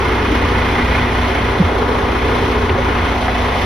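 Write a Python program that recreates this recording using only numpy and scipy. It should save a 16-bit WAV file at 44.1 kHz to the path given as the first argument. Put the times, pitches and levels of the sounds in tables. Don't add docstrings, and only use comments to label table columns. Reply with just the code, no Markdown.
import sys
import numpy as np
from scipy import signal
from scipy.fft import rfft, irfft
from scipy.io import wavfile
from scipy.ndimage import map_coordinates

SR = 44100
rng = np.random.default_rng(int(sys.argv[2]) if len(sys.argv) > 2 else 0)


def to_wav(sig):
    pcm = np.clip(np.atleast_2d(sig), -1, 1) * 32767
    pcm = np.round(pcm).astype(np.int16)
    wavfile.write(sys.argv[1], SR, pcm.T)


N = 160965

CRANK_HZ, CYLINDERS = 10.003, 6
STEADY_BELOW_HZ = 280
TREBLE_HZ = 2950


def amp(db):
    return 10 ** (np.asarray(db) / 20)


def unit(x):
    return x / np.sqrt(np.mean(x ** 2) + 1e-20)


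def colour(x, points):
    hz, db = np.transpose(points)
    f = np.fft.rfftfreq(len(x), 1 / SR)
    gain = amp(np.interp(np.log(f + 1), np.log(hz + 1), db))
    return irfft(rfft(x) * gain, len(x))


def contour(points):
    return amp(np.interp(np.arange(N) / SR, *np.transpose(points)))


def drift(rate_hz):
    f = np.fft.rfftfreq(N, 1 / SR)
    lowpass = np.exp(-(f / rate_hz) ** 2) * (f > 0)
    return unit(irfft(rfft(rng.standard_normal(N)) * lowpass, N))


def add(mix, s, sound):
    part = mix[round(s * SR):][:len(sound)]
    part += sound[:len(part)]


def tone(turns, db, waver):
    angle = 2 * np.pi * (turns + rng.random())
    in_phase = (1 + waver * drift(2.8)) * np.cos(angle)
    quadrature = waver * drift(1.6) * np.sin(angle)
    return np.sqrt(2) * amp(db) * (in_phase + quadrature)


def exhaust(crank):
    # multiple of the crank speed, rms level in dB before the bass contour.
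    orders = [(3, -35.5), (4.5, -32.7), (6, -23.5), (7.5, -40.5), (8.5, -36.5), (9, -27.5), (10.5, -37),
              (12, -37.5), (23, -43), (24, -40.5), (27, -41)]
    # frequency in Hz, relative density in dB per Hz.
    rumble_spectrum = [(15, -32), (36, -20), (54, -4.5), (82, -1.5), (105, -6), (140, -7.8), (185, -6),
                       (220, -5), (275, -8.5), (330, -14), (600, -88)]
    # time in seconds, gain in dB.
    bass_level = [(0, -1.1), (.45, 2.1), (0.9, 1.5), (1.3, -0.3), (1.9, -0.1), (2.45, 0.2), (3.1, 0.3),
                  (3.65, -1.5)]
    throb = sum(tone(order * crank, db, waver=.06) for order, db in orders)
    rumble = amp(-26.5) * unit(colour(rng.standard_normal(N), rumble_spectrum))
    return (throb + rumble) * contour(bass_level)


def hum(crank):
    # mean frequency in Hz, rms level in dB before any swell.
    hum_lines = [(56.4, -37), (76.8, -32.5), (122.3, -34.5), (244.6, -28), (366.8, -37), (420.1, -34.5),
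                 (720.1, -40), (870.1, -40), (945, -39), (1080.3, -42.5), (1440.1, -42.5), (1470.5, -49.5)]
    # time in seconds, gain in dB.
    hum_level = [(0, -2.5), (0.4, -1), (0.8, 1.5), (1.2, 2.5), (1.6, -1), (2.4, -0.5), (2.9, 1.5),
                 (3.25, -1), (3.65, -1)]
    swell = contour(hum_level)
    total = 0
    for hz, db in hum_lines:
        line = tone(hz * crank / CRANK_HZ, db, waver=.09)
        total = total + line * (swell if hz < STEADY_BELOW_HZ else 1)
    return total


def strokes(crank, revs, t60_s, count):
    ring_rise_s = .003
    size = round(SR * revs / CRANK_HZ)
    t = np.arange(size) / SR
    fade = (1 - np.exp(-t / ring_rise_s)) * amp(-60 * t / t60_s)
    cycle = 0
    for k in range(count):
        burst = fade * rng.standard_normal(size)
        cycle = cycle + np.roll(burst, k * size // count)
    position = crank / revs % 1 * size
    return unit(map_coordinates(cycle, [position], order=3, mode="grid-wrap"))


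def clatter(firings):
    t60_s, rise_s = 0.11, 0.0046
    bed, spread_db = 0.78, 3
    grains_per_s, grain_spread_db, grain_db = 700, 3, -10
    since = firings % 1 / (CRANK_HZ * CYLINDERS / 2)
    strength = amp(spread_db * rng.standard_normal(200))[np.floor(firings).astype(int)]
    burst = unit(strength * (1 - np.exp(-since / rise_s)) * amp(-60 * since / t60_s))
    sizes = amp(grain_spread_db * np.minimum(rng.exponential(1, (2, N)), 4))
    struck = rng.random((2, N)) < grains_per_s / SR
    grains = sizes * rng.choice([-1, 1], (2, N)) * struck
    hiss = rng.standard_normal((2, N))
    return unit((bed + (1 - bed) * burst) * (hiss + amp(grain_db) * unit(grains)))


def ringing(x):
    # centre in Hz, half-width to 1/e of the dB peak in Hz, height in dB.
    resonances = [(457, 14, 1.5), (1050, 56, 2), (1466, 21, 5), (1940, 50, 1.5), (2180, 70, 2),
                  (2330, 47, -10.5), (2377, 43, 3.5), (2930, 49, 0), (3218, 52, 4.5), (3454, 63, 4)]
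    ripple_db, ripple_hz = 4, 45.34
    f = np.fft.rfftfreq(N, 1 / SR)
    grid = np.arange(0, SR, ripple_hz)
    ripple = np.interp(f, grid, rng.standard_normal(len(grid)))
    ripple = ripple * f ** 2 / (f ** 2 + TREBLE_HZ ** 2)
    peaks = sum(db * np.exp(-((f - hz) / width) ** 2) for hz, width, db in resonances)
    return irfft(rfft(x) * amp(ripple_db * ripple + peaks), N)


def block(crank):
    # frequency in Hz, relative level of knock, pump and clatter in dB.
    drive = np.array([(305, -8.5, -17, -0.5), (520, -7.5, -13.5, -1), (850, -6, -7.5, -4),
                      (1580, -8.5, -8.5, -0.5), (3270, -16.5, -21, 0.6), (9000, -25, -30, -1)])
    # frequency in Hz, relative density in dB per Hz.
    common_spectrum = [(160, -34), (290, -3.5), (335, -5.5), (380, 0.3), (540, -4.5), (620, -7), (800, -5),
                       (1050, -7), (1300, -8.5), (1600, -12), (1950, -9.5), (2500, -14.5), (3300, -20),
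                       (3750, -23), (5950, -32.5), (6800, -40.5), (7800, -75), (9200, -39.5),
                       (12700, -45.5), (14200, -47)]
    # frequency in Hz, relative density in dB per Hz.
    side_spectrum = [(60, -50), (120, -29), (275, -10), (450, -4.2), (523, 1), (620, -4), (729, -3),
                     (803, -6.5), (1030, -0.5), (1720, -7.5), (1950, -9.5), (2200, -12), (2500, -7.3),
                     (3740, -20.5), (6980, -29), (8310, -23.5), (10500, -36), (12000, -59), (14300, -31)]
    treble_lead_s = 0.0038
    f = np.fft.rfftfreq(N, 1 / SR)
    treble = 1 - 1 / (1 + (f / TREBLE_HZ) ** 6)
    body = rfft(clatter(crank * CYLINDERS / 2)) * np.sqrt(1 - treble)
    early_crank = crank + treble_lead_s * CRANK_HZ
    ticking = rfft(clatter(early_crank * CYLINDERS / 2)) * np.sqrt(treble)
    paths = []
    for loose, spectrum, db in zip(irfft(body + ticking, N), (common_spectrum, side_spectrum), (-18.5, -26)):
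        knock = strokes(crank, 2, t60_s=0.25, count=CYLINDERS)
        pump = strokes(crank, 2 / 3, t60_s=.8, count=1)
        shaking = sum(colour(x, drive[:, [0, k + 1]]) for k, x in enumerate((knock, pump, loose)))
        paths.append(amp(db) * unit(ringing(colour(shaking, spectrum))))
    mid, side = paths
    return np.array([mid + side, mid - side])


def shifting(pair):
    # time in seconds, relative level of five bands from low mids to treble in dB.
    band_levels = [(0.0, -21.5, -27.5, -24, -25, -31.5), (0.4, -23.7, -29, -24, -22.5, -31.5),
                   (0.8, -25.2, -27.6, -23.5, -24.5, -30.5), (1.25, -28.3, -27.4, -25, -23.5, -31),
                   (1.55, -25.5, -27, -26, -24.5, -31.5), (1.85, -22, -27.5, -23, -27.5, -33),
                   (2.15, -23.8, -28, -24.5, -25.5, -33), (2.45, -21.5, -28, -25.6, -26, -30),
                   (2.75, -25, -27.5, -24.5, -26, -33), (3.0, -24.5, -28.5, -23.5, -23.5, -32.5),
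                   (3.2, -34.5, -25.5, -27, -26, -32.5), (3.45, -27, -26, -26, -23.5, -31),
                   (3.65, -28, -24.7, -24.5, -24, -30)]
    band_hz = [430, 660, 1100, 2050, 4500]
    flutter_db, flutter_hz = 0.62, 8.1
    s, *levels = np.transpose(band_levels)
    t, f = np.arange(N) / SR, np.fft.rfftfreq(N, 1 / SR)
    gains = [1]
    for db in levels:
        gains.append(unit(amp(np.interp(t, s, db) + flutter_db * drift(flutter_hz))))
    spectrum, out = rfft(pair), 0
    knots = np.log([STEADY_BELOW_HZ, *band_hz])
    for weights, gain in zip(np.eye(len(gains)), gains):
        band = irfft(spectrum * np.interp(np.log(f + 1), knots, weights), N)
        out = out + gain * band
    return out


def swelling(pair):
    # middle in seconds, length in seconds, centre in Hz,
    # half-width to 1/e in Hz, greatest gain in dB.
    swells = [(0.38, 0.18, 303, 35, 9.5), (0.15, 0.5, 500, 50, -2.5), (0.42, 0.84, 920, 50, 3.5),
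              (0.65, 0.2, 510, 50, 1), (0.85, 0.57, 1990, 100, 4), (0.85, 0.55, 2400, 80, 5.5),
              (1.83, 0.46, 445, 55, 2.5), (2.638, 0.2, 400, 40, 3), (2.85, 0.35, 620, 45, -4),
              (3.3, 0.36, 710, 60, 5.5), (3.42, 0.55, 322, 40, -5), (3.52, 0.47, 1460, 160, -4)]
    t, f = np.arange(N) / SR, np.fft.rfftfreq(N, 1 / SR)
    common = rfft(pair.mean(0))
    for s, length, hz, width, db in swells:
        near = np.exp(-(2 * (t - s) / length) ** 4)
        band = irfft(common * np.exp(-((f - hz) / width) ** 2), N)
        pair = pair + (amp(db * near) - 1) * band
    return pair


def leaning(pair):
    # frequency in Hz, difference at the first, second and third position in dB.
    lean = np.array([(290, 0, -0.7, -1), (400, 0.4, 1.5, 3), (490, 6.5, -1, -3), (560, 0, -6.5, -2),
                     (720, -4.5, -5.5, 0.5), (860, -2.5, 0, -1), (1000, 1, 7, 4), (1140, -0.5, 6.5, 6),
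                     (1350, -1, 0, 0), (1900, -0.4, 0.2, -1), (8000, -0.5, -1, 0)])
    moves_s = [0.95, 1.45, 2.95, 3.25]
    position = np.interp(np.arange(N) / SR, moves_s, [0, 1, 1, 2])
    out = 0
    for k, db in enumerate(lean.T[1:]):
        ears = [colour(x, np.c_[lean[:, 0], sign * db / 2]) for x, sign in zip(pair, (1, -1))]
        out = out + np.maximum(1 - abs(position - k), 0) * np.array(ears)
    return out


def handling():
    # start in seconds, starting pitch in Hz, envelope peak in dB, length in seconds,
    # glide by the end as a share of the pitch.
    bumps = [(1.594, 202, -2.8, 0.038, -0.24), (1.616, 94, -11.5, 0.1, -0.25),
             (2.703, 84, -11, 0.063, -0.08), (2.723, 373, -16.5, 0.024, 0.084),
             (2.771, 507, -15.5, 0.04, 0.15)]
    # start in seconds, centre in Hz, half-width to -6 dB in octaves,
    # rms level of the noise before its envelope in dB.
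    ticks = [(2.693, 2090, 0.58, -10), (3.280, 1300, 0.8, -11.5)]
    bump_skew = 0.85
    tick_t60_s, tick_rise_s = 0.04, .0015
    out = np.zeros(N)
    for s, hz, db, length, glide in bumps:
        t = np.arange(0, length, 1 / SR)
        window = np.sin(np.pi * (t / length) ** bump_skew) ** 2
        turns = hz * t * (1 + glide * t / length / 2)
        add(out, s, -amp(db) * window * np.sin(2 * np.pi * turns))
    t = np.arange(4096) / SR
    for s, hz, octaves, db in ticks:
        shape = [(f, -6 * (np.log2(f / hz) / octaves) ** 2) for f in np.geomspace(100, 16000, 24)]
        envelope = (1 - np.exp(-t / tick_rise_s)) * amp(db - 60 * t / tick_t60_s)
        add(out, s, envelope * unit(colour(rng.standard_normal(len(t)), shape)))
    return out


def scene():
    speed_wander, first_firing_s = 0.00068, .015
    speed = 1 + speed_wander * drift(2.37)
    crank = CRANK_HZ * (np.cumsum(speed) / SR - first_firing_s)
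    engine = swelling(shifting(block(crank))) + exhaust(crank) + hum(crank)
    return leaning(engine + handling())


def record(dry):
    cutoff_hz = 14500
    lowpass = signal.firwin(511, cutoff_hz, window=("kaiser", 9), fs=SR)
    return signal.oaconvolve(np.clip(dry, -1, 1), lowpass[None], "same")


dry = scene()
out = record(dry)
to_wav(out)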